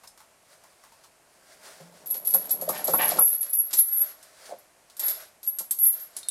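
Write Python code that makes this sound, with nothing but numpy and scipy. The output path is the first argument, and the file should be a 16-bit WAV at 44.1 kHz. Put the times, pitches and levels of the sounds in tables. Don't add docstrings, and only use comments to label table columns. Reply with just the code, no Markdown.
import sys
import numpy as np
from scipy import signal
from scipy.fft import rfft, irfft
from scipy.io import wavfile
from scipy.ndimage import uniform_filter1d

SR = 44100
rng = np.random.default_rng(int(sys.argv[2]) if len(sys.argv) > 2 else 0)


def log_audio(samples):
    frames = np.atleast_2d(samples).T
    limited = np.clip(frames, -1, 1)
    pcm = np.round(limited * 32767).astype(np.int16)
    wavfile.write(sys.argv[1], SR, pcm)


N = 277830
T = np.arange(N) / SR
TOP_HZ = 16000


def undb(db):
    return 10 ** (np.asarray(db) / 20)


def unit(x):
    return x / np.sqrt(np.mean(x ** 2) + 1e-24)


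def crest(x, size=176):
    return x / np.sqrt(uniform_filter1d(x ** 2, size).max() + 1e-24)


def add(out, start_s, x):
    i = max(int(start_s * SR), 0)
    out[i:i + len(x)] += x[:max(N - i, 0)]


def cut(x, hz, kind, order):
    return signal.sosfilt(signal.butter(order, hz, kind, fs=SR, output="sos"), x)


def colour(x, points, size=2048):
    hz, db = np.transpose(points)
    f = np.maximum(np.fft.rfftfreq(size, 1 / SR), 1)
    log_gain = np.log(undb(np.interp(np.log(f), np.log(hz), db)))
    cepstrum = irfft(log_gain)
    cepstrum[1:size // 2] *= 2
    cepstrum[size // 2 + 1:] = 0
    response = irfft(np.exp(rfft(cepstrum)))
    return signal.oaconvolve(x, response)[:len(x)]


def ring(x, hz, t60):
    radius = np.exp(-np.log(1000) / (t60 * SR))
    w = 2 * np.pi * hz / SR
    return signal.lfilter([.5, 0, -.5], [1, -2 * radius * np.cos(w), radius * radius], x)


def resonate(x, modes):
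    return sum(undb(db) * width_hz * ring(x, hz, np.log(1000) / (np.pi * width_hz))
               for hz, width_hz, db in modes)


def contacts(size, per_s, spread_db):
    strength = undb(spread_db * np.minimum(rng.standard_normal(size), 2))
    return (rng.random(size) < per_s / SR) * strength * rng.choice([-1, 1], size)


def strokes(rows):
    gain = np.zeros(N)
    for start_s, db, swell_s, decay_s in rows:
        age = T[:int((swell_s + 12 * decay_s) * SR)]
        rise = np.minimum(age / swell_s, 1)
        fall = np.exp(-np.maximum(age - swell_s, 0) / decay_s)
        add(gain, start_s, undb(db) * rise * fall)
    return gain


def walk(per_s):
    k = int(SR / per_s)
    steps = np.repeat(rng.standard_normal(N // k + 1), k)
    return unit(uniform_filter1d(steps, k)[:N])


def glide(hz):
    return np.sin(2 * np.pi * np.cumsum(hz) / SR)


def room(x, wet_db, t60, size=22000):
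    t = np.arange(size) / SR
    tail = rng.standard_normal(size) * undb(-60 * t / t60) * (t > .004)
    return x + undb(wet_db) * signal.oaconvolve(x, unit(tail) / np.sqrt(size))[:N]


# pitch in Hz, lift in dB.
WHEEL_HOLLOW = [(346, 3), (406, 4), (520, 2.5), (678, 4), (871, 2), (923, 3), (1026, 4), (1116, 6)]
WELL_T60_S = 0.13


def well(x):
    norm = 2 * np.log(1000) / (WELL_T60_S * SR)
    return x + sum((undb(db) - 1) * norm * ring(x, hz, WELL_T60_S) for hz, db in WHEEL_HOLLOW)


def ports(x, side_db, top_hz, size=1024):
    side = undb(side_db) * signal.oaconvolve(x, rng.standard_normal(size) / np.sqrt(size))[:N]
    side = cut(side, top_hz, "low", order=1)
    return np.array([x + side, x - side])


# frequency in Hz, relative level in dB.
AIR_SPECTRUM = [(15, -38), (25, -6), (439, -5.5), (659, 0.5), (754, -1.5), (1400, -7.5), (2550, -8.5),
                (3800, -16.5), (8590, -10), (13200, -16.5), (16000, -36)]
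AIR_DB, AIR_SIDE_DB = -62, -17


def outdoor_air():
    middle, side = (undb(AIR_DB) * unit(well(colour(rng.standard_normal(N), AIR_SPECTRUM)))
                    for _ in range(2))
    side = cut(side, 1500, "low", order=1)
    return middle + undb(AIR_SIDE_DB) * np.array([side, -side])


# start in seconds, relative level in dB, swell in seconds, decay in seconds.
ARM_REACHES = [(0.35, -62.5, 0.17, 0.22), (1.2, -56.5, 0.32, 0.13), (1.56, -50.5, 0.11, 0.16),
               (1.77, -61.5, 0.096, 0.4), (2.2, -52.5, 0.23, 1), (2.6, -49, 0.099, 0.54),
               (3.0, -34, 0.12, 0.024), (3.69, -49.5, 0.037, 0.025), (3.9, -51.5, 0.22, 0.066),
               (4.32, -46, 0.2, 0.018), (4.98, -41, 0.13, 0.07), (5.8, -51.5, 0.25, 0.06),
               (6.15, -49.5, 0.065, 0.061)]
# start in seconds, relative level in dB, body over swish in dB.
GLOVE_SCUFFS = [(0.0346, -60.5, 9.5), (0.175, -55.5, -2), (0.2022, -64.5, 13), (0.6361, -63, 8.5),
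                (0.8367, -67, 15), (0.918, -64.5, 9.5), (1.035, -56, -2), (2.141, -40, -30),
                (3.105, -36, -10.5), (3.168, -36.5, -12), (3.707, -42.5, -27), (4.455, -46.5, -32),
                (4.897, -51, -19)]
# frequency in Hz, relative level in dB.
SWISH_SPECTRUM = [(1200, -5), (2500, -2.5), (4800, 3.5), (7000, -0.5), (9500, 1.5), (12500, -6.5),
                  (16000, -3)]
CLOTH_SPECTRUM = [(100, -27.5), (300, -18), (480, -0.5), (640, 10), (850, -8.5), (1400, 4.5), (2200, -0.5),
                  (4000, -44)]
SCUFF_SPECTRUM = [(300, -26), (700, -8), (900, 0.5), (1300, -6), (3000, -17.5)]
REST_DB = -64.5
FLUTTER_DB, FLUTTER_PER_S = 3.25, 16


def cloth(swish_db, body_db, scuff_db, size=5000):
    swish = unit(colour(contacts(N, per_s=7000, spread_db=2.5), SWISH_SPECTRUM))
    body = unit(colour(rng.standard_normal(N), CLOTH_SPECTRUM))
    motion = (undb(REST_DB) + strokes(ARM_REACHES)) * undb(FLUTTER_DB * walk(FLUTTER_PER_S))
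    out = motion * (undb(swish_db) * swish + undb(body_db) * body)
    t = np.arange(size) / SR
    envelope = np.minimum(t / 0.0012, 1) * np.exp(-t / 0.023)
    for start_s, db, low_db in GLOVE_SCUFFS:
        slip = contacts(size, per_s=2900, spread_db=2.0) * envelope
        high = crest(colour(slip, SWISH_SPECTRUM))
        low = crest(colour(slip, SCUFF_SPECTRUM))
        add(out, start_s, undb(db + scuff_db) * (high + undb(low_db) * low))
    return out


PULL_S, LET_GO_S, RELAX_S = 1.35, 3.19, 0.0046


def tension(s):
    return np.clip((s - PULL_S) / (LET_GO_S - PULL_S), 0, 1)


# start in seconds, relative level in dB.
TIRE_BUMPS = [(1.799, -51), (2.336, -54), (2.618, -49), (2.877, -46.5)]
# frequency in Hz, relative level in dB.
RUBBER_SPECTRUM = [(70, -19), (160, -2), (270, -3.5), (400, -5), (600, 2), (1030, -10), (2000, -21.5),
                   (4400, -23.5)]
TIRE_AIR_HZ, TIRE_AIR_T60_S = 173, .6
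RUB_START_DB, RUB_FULL_DB = -69.5, -38
DRAG_DB, DRAG_SWELL_S, DRAG_DECAY_S = -25.5, 0.012, 0.057


def tire(air_db, thud_db, size=30000):
    held = (T > PULL_S) * np.exp(-np.maximum(T - LET_GO_S, 0) / RELAX_S)
    rub = held * undb(RUB_START_DB + (RUB_FULL_DB - RUB_START_DB) * tension(T))
    rub += strokes([(s, db + DRAG_DB, DRAG_SWELL_S, DRAG_DECAY_S) for s, db, _ in TIRE_KNOCKS])
    out = rub * unit(colour(contacts(N, per_s=900, spread_db=3.0), RUBBER_SPECTRUM))
    t = np.arange(size) / SR
    for start_s, db in TIRE_BUMPS:
        push = rng.standard_normal(size) * t * np.exp(-t / .01)
        air = undb(air_db) * crest(ring(push, TIRE_AIR_HZ, TIRE_AIR_T60_S))
        thud = undb(thud_db) * crest(colour(push, RUBBER_SPECTRUM))
        add(out, start_s, undb(db) * (air + thud))
    return out


# start in seconds, relative level in dB, decay in seconds,
# first pitch in Hz.
LINK_SLIPS = [(2.491, -41, 0.0063, 675), (2.621, -25, 0.0033, 666), (2.678, -21, 0.0062, 689),
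              (2.880, -20.5, 0.017, 709), (3.117, -19.5, 0.0056, 740), (4.508, -34.5, 0.0026, 790),
              (4.521, -27, 0.0052, 680)]
SLIP_SWELL_S, GRIP_S, GRIP_HZ = 0.004, 0.018, 447


def slips(rough, waver_hz):
    out = np.zeros(N)
    for start_s, db, decay_s, start_hz in LINK_SLIPS:
        fall = np.exp(-np.maximum(T - start_s, 0) / GRIP_S)
        hz = GRIP_HZ + (start_hz - GRIP_HZ) * fall + waver_hz * walk(400)
        gain = strokes([(start_s, db, SLIP_SWELL_S, decay_s)])
        out += gain * (1 + rough * walk(400)) * glide(hz)
    return room(out, wet_db=-12, t60=0.29)


# start in seconds, relative level in dB,
# relative level of the upper modes in dB.
TIRE_KNOCKS = [(2.148, -45, -12), (2.345, -30, -2.5), (2.692, -27.5, -0.5), (2.883, -27, -9),
               (2.935, -21.5, 6), (3.184, -23.5, 11), (3.204, -31.5, 1), (3.79, -50, -1),
               (4.488, -42, -26.5), (4.531, -44, -23), (5.601, -43, -3)]
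# nominal pitch in Hz, relative level in dB, t60 in seconds.
TIRE_BODY = [(205, -18, .1), (350, -16, .07), (520, -7, .06), (650, -2, .025), (790, -7, .05),
             (880, -2, .035), (1115, -8, .045), (1335, 0, .028)]


def knocks(gain_db, upper_db, bass_db, push_s, judder_db, size=12000):
    out, t = np.zeros(N), np.arange(size) / SR
    cushion = 1 - np.exp(-(t / push_s) ** 2)
    for start_s, db, hard_db in TIRE_KNOCKS:
        force = undb(judder_db) * contacts(size, per_s=520, spread_db=5.0) * np.exp(-t / 0.014)
        force[0] += 1
        body = 0
        for hz, mode_db, t60 in TIRE_BODY:
            level_db = mode_db + (hard_db + upper_db) * (hz > 835) + bass_db * (hz < 400)
            body = body + undb(level_db) * ring(force, hz * (1 + 0.035 * rng.standard_normal()), t60)
        add(out, start_s, undb(db + gain_db) * crest(body * cushion))
    return cut(out, 2350, "low", order=2)


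# start in seconds, relative level in dB,
# swell in seconds, decay in seconds.
CHAIN_SCRAPES = [(1.61, -56, 0.06, 0.046), (2.727, -34.5, 0.025, 0.056), (2.983, -21.5, 0.024, 0.045),
                 (4.99, -49, 0.026, 0.097)]
# pitch in Hz, width in Hz, relative level in dB.
SCRAPE_BODY = [(800, 110, 3), (872, 90, 4), (1115, 200, -3), (1600, 120, 1), (1797, 60, 7), (1935, 90, 0),
               (2304, 130, 2), (2638, 90, 1), (2950, 500, -5)]
SQUEAL_HZ, SQUEAL_SAG_PER_S, SQUEAL_WANDER_HZ = 946, 2.1, 32.7


def scrapes(gain_db, squeal_db, top_hz):
    body = resonate(contacts(N, per_s=1000, spread_db=2.5), SCRAPE_BODY)
    out = strokes(CHAIN_SCRAPES) * unit(cut(body, top_hz, "low", order=2))
    for row in CHAIN_SCRAPES:
        sag = np.exp(-SQUEAL_SAG_PER_S * np.maximum(T - row[0], 0))
        hz = SQUEAL_HZ * sag + SQUEAL_WANDER_HZ * walk(300)
        out += undb(squeal_db) * strokes([row]) * (1 + .5 * walk(120)) * glide(hz)
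    return undb(gain_db) * out


# start in seconds, relative level in dB,
# swell in seconds, decay in seconds.
LINK_RATTLES = [(2.732, -37.5, 0.0099, 0.018), (2.998, -36, 0.016, 0.042), (4.995, -43, 0.0072, 0.081),
                (5.08, -40, 0.0063, 0.047)]
# pitch in Hz, width in Hz, relative level in dB.
RATTLE_BODY = [(2165, 25, 0), (3630, 35, 4), (3980, 130, -2), (4810, 90, 1), (5280, 50, 2), (6880, 55, -1)]


def rattles(gain_db):
    body = resonate(contacts(N, per_s=220, spread_db=1.0), RATTLE_BODY)
    return undb(gain_db) * strokes(LINK_RATTLES) * unit(body)


# frequency in Hz, relative level in dB.
CRACK_SPECTRUM = [(100, -23), (300, -11.5), (1500, -11), (2800, -12), (4000, -3.5), (6500, -2), (8500, 3),
                  (11000, 1), (16000, -5)]
BITE_S = 0.000824


def crack(force):
    t = np.arange(len(force)) / SR
    grating = undb(-20.0) * rng.standard_normal(len(t)) * np.exp(-t / 0.018)
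    bite = 1 - np.exp(-t / BITE_S)
    click = bite * cut(colour(force + grating, CRACK_SPECTRUM), 13500, "low", order=2)
    return crest(cut(click, 180, "high", order=2))


# start in seconds, relative ring level in dB, crack over ring in dB,
# pitch that the struck spot favours in Hz.
HOOK_STRIKES = [(0.074, -48, 0.5, 5400), (2.493, -41, 5, 8300), (3.735, -35.5, -6, 4560),
                (3.787, -36.5, -7, 4540), (5.587, -31.5, -15.5, 8200), (5.709, -23, -11, 8200),
                (6.166, -27.5, -7, 9800), (6.187, -40, -5, 8720), (6.231, -41.5, -8, 4060),
                (6.286, -18, -29, 9540), (6.288, -32.5, -12, 3880)]
# pitch in Hz, relative level in dB, t60 in seconds before limit and scale.
HOOK_BODY = [(3690, -4, .3), (3835, -6, .09), (4230, -7, .4), (5045, -6, .06), (5400, -6, .05),
             (6350, -7, .04), (7350, -9, .14), (8200, 0, .14), (8410, -3, .11), (10290, 1, .17),
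             (11600, -6, .11), (14040, -1, .09)]
HOOK_FREE_S, HELD_T60_S = 6.2, 0.12


def hook(focus_octaves, t60_scale, size=16000):
    out, t = np.zeros(N), np.arange(size) / SR
    for start_s, db, click_db, spot_hz in HOOK_STRIKES:
        force = .5 * contacts(size, per_s=1500, spread_db=4) * np.exp(-t / .004)
        force[0] += 1
        tone = 0
        for hz, mode_db, t60 in HOOK_BODY:
            t60 = t60 if start_s > HOOK_FREE_S else min(t60, HELD_T60_S)
            reach = 1 / (1 + (np.log2(hz / spot_hz) / focus_octaves) ** 2)
            link = crest(ring(force, hz * (1 + .015 * rng.standard_normal()), .03))
            tone = tone + undb(mode_db) * reach * (crest(ring(force, hz, t60 * t60_scale)) + link)
        add(out, start_s, undb(db) * (crest(tone) + undb(click_db) * crack(force)))
    return out


BUILD_T60_S = 0.0013


def sing(x, hz, t60):
    return ring(ring(x, hz, t60), hz, BUILD_T60_S)


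# start in seconds, relative level in dB,
# swell in seconds, decay in seconds.
CHAIN_SWINGS = [(2.94, -22.5, 0.017, 0.11), (3.19, -22.5, 0.1, 0.053), (3.55, -22, 0.025, 0.063),
                (3.85, -22, 0.17, 0.02), (5.0, -23, 0.051, 0.05), (5.79, -14.5, 0.065, 0.036)]
# nominal pitch in Hz, relative level in dB, nominal t60 in seconds.
TAUT_LINK = [(11260, 0, .16), (11350, -2, .08), (12160, -2, .16), (13025, -9, .14)]
SLACK_LINK = [(11250, -5, .24), (11478, 0, .22), (12622, -7, .26), (13712, -14, .24)]
SLACK_S = 3.70
TAUT_SPREAD, SLACK_SPREAD = 0.0041, 0.00082
STIR_DB, STIR_S, SETTLE_S = -21, 0.0219, 0.038


def jostle(ring_db, uneven_db, count=3):
    slack = np.clip((T - SLACK_S) / .05, 0, 1)
    out = 0
    for modes, share, spread in (TAUT_LINK, 1 - slack, TAUT_SPREAD), (SLACK_LINK, slack, SLACK_SPREAD):
        links = 0
        for hz, db, t60 in modes:
            for offset in np.linspace(-spread, spread, count):
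                level = undb(db + uneven_db * walk(25))
                force = contacts(N, per_s=150, spread_db=3.5)
                links = links + level * unit(sing(force, hz * (1 + offset), t60))
        out = out + share * unit(links)
    stirred = [(s, db + STIR_DB, STIR_S, SETTLE_S) for s, db, _, _ in LINK_CLINKS]
    return undb(ring_db) * out * (strokes(CHAIN_SWINGS) + strokes(stirred))


# start in seconds, relative level in dB,
# relative crack level in dB (also sets hardness), chatter decay in seconds.
LINK_CLINKS = [(2.059, -25.5, -16.5, 0.031), (2.103, -15, -22, 0.01), (2.168, -23.5, -19, 0.0091),
               (2.248, -23.5, -12, 0.036), (2.271, -13, -20, 0.0044), (2.3066, -16, -17.5, 0.0036),
               (2.338, -6.5, -18, 0.011), (2.4533, -28, -13, 0.0048), (2.507, -11.5, -17, 0.0092),
               (2.612, -23.5, -9, 0.017), (2.689, -16, -8.5, 0.0075), (2.776, -27.5, -21.5, 0.0076),
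               (2.8422, -14.5, -18, 0.0046), (2.872, -22, -3, 0.039), (2.935, -11.5, -19.5, 0.011),
               (3.017, -15.5, -15, 0.0025), (3.04, -14.5, -24, 0.0071), (3.081, -12.5, -22, 0.0032),
               (3.187, -7.5, -29, 0.0071), (3.215, -8.5, -29.5, 0.005), (3.235, -12.5, -29, 0.0012),
               (3.251, -12.5, -25, 0.0031), (3.278, -14.5, -22, 0.0047), (3.33, -12, -27.5, 0.0015),
               (3.407, -16, -27.5, 0.0021), (3.426, -20.5, -14.5, .006), (3.495, -23, -25, 0.004),
               (3.53, -13.5, -20.5, 0.011), (3.585, -12, -29, 0.0063), (3.73, -23.5, 4.5, 0.0075),
               (3.735, -17.5, 1.5, 0.0089), (3.769, -10, -20.5, 0.016), (3.788, -5.5, -20, 0.003),
               (3.882, -23.5, -14.5, 0.0036), (3.925, -17, -28, 0.0032), (3.968, -15.5, -27, 0.0099),
               (3.993, -19, -18.5, 0.0081), (4.227, -54, 15.5, 0.011), (4.586, -44, -16, 0.002),
               (4.967, -38, 2, 0.0044), (4.9942, -18, -4.5, 0.007), (5.0811, -15.5, -5.5, 0.012),
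               (5.4302, -31.5, -3.5, 0.023), (5.464, -29, -8.5, 0.0044), (5.4746, -11, -28.5, 0.0029),
               (5.5862, -18, -6, 0.0039), (5.71, -12.5, -18, 0.0046), (5.786, -13.5, -20.5, 0.014),
               (5.83, -8, -32, 0.0029), (5.8521, -9, -21, 0.015), (5.9276, -20.5, -17.5, 0.0046),
               (5.996, -30, -8, 0.014)]
CHATTER_PER_S, SLIDE_S = 1700, 0.0092
BLOW = 0.73
LOOSE_SHARP = 0.013
BRIGHTEN_DB = 10


def clinks(rows, modes, ring_db, crack_db, detune, t60_scale, upper_db, size=20000):
    out, t = np.zeros(N), np.arange(size) / SR
    for start_s, db, click_db, chatter_s in rows:
        hardness = np.interp(click_db, [-30, 0], [0, 1])
        envelope = (1 - (1 - hardness) * np.exp(-t / SLIDE_S)) * np.exp(-t / chatter_s)
        force = 0.46 * contacts(size, per_s=CHATTER_PER_S, spread_db=3.5) * envelope
        force[0] += BLOW * hardness
        length = t60_scale * (1 - 0.2 * hardness)
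        pitch = 1 + LOOSE_SHARP * (1 - tension(start_s))
        tone = 0
        for hz, mode_db, t60 in modes:
            own, other, strike = rng.standard_normal(3)
            spot_db = (upper_db + BRIGHTEN_DB * hardness) * (hz > 11800)
            link = crest(sing(force, hz * (pitch + detune * own / 2), t60 * length))
            neighbour = crest(sing(force, hz * (pitch + 2 * detune * other), t60 * length / 2))
            tone = tone + undb(mode_db + spot_db + 2 * strike) * (link + .5 * neighbour)
        click = undb(click_db + crack_db) * crack(force)
        add(out, start_s, undb(db) * (undb(ring_db) * crest(tone) + click))
    return out


STEEL_SIDE_DB, RUBBER_SIDE_DB = -24, -19.5


def scene():
    taut = [row for row in LINK_CLINKS if row[0] < SLACK_S]
    slack = [row for row in LINK_CLINKS if row[0] >= SLACK_S]
    steel = clinks(taut, TAUT_LINK, ring_db=-5.5, crack_db=-5.5, detune=0.0047, t60_scale=0.98, upper_db=-4.5)
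    steel += clinks(slack, SLACK_LINK, ring_db=-7.5, crack_db=-8.5, detune=0.0012, t60_scale=0.69,
                    upper_db=-1.0)
    steel += hook(focus_octaves=0.11, t60_scale=0.5)
    steel += jostle(ring_db=-3.5, uneven_db=3.0)
    steel += rattles(gain_db=-4.0)
    dull = knocks(gain_db=-1, upper_db=-3, bass_db=-0.5, push_s=0.0028, judder_db=-16.5)
    dull += tire(air_db=0.5, thud_db=4.0)
    dull += scrapes(gain_db=-3.0, squeal_db=-7.5, top_hz=2610)
    dull += slips(rough=0.19, waver_hz=45.24)
    dull += cloth(swish_db=-4.0, body_db=-8.0, scuff_db=0.5)
    dull = well(cut(dull, 171, "high", order=2))
    steel = ports(room(steel, wet_db=-9.0, t60=0.3), STEEL_SIDE_DB, TOP_HZ)
    dull = ports(room(dull, wet_db=-9, t60=0.12), RUBBER_SIDE_DB, top_hz=1600)
    return steel + dull + outdoor_air()


def record(dry):
    soft = cut(dry, 13900, "low", order=5)
    return signal.sosfilt(signal.ellip(8, .2, 70, TOP_HZ, fs=SR, output="sos"), soft)


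dry = scene()
out = record(dry)
log_audio(out)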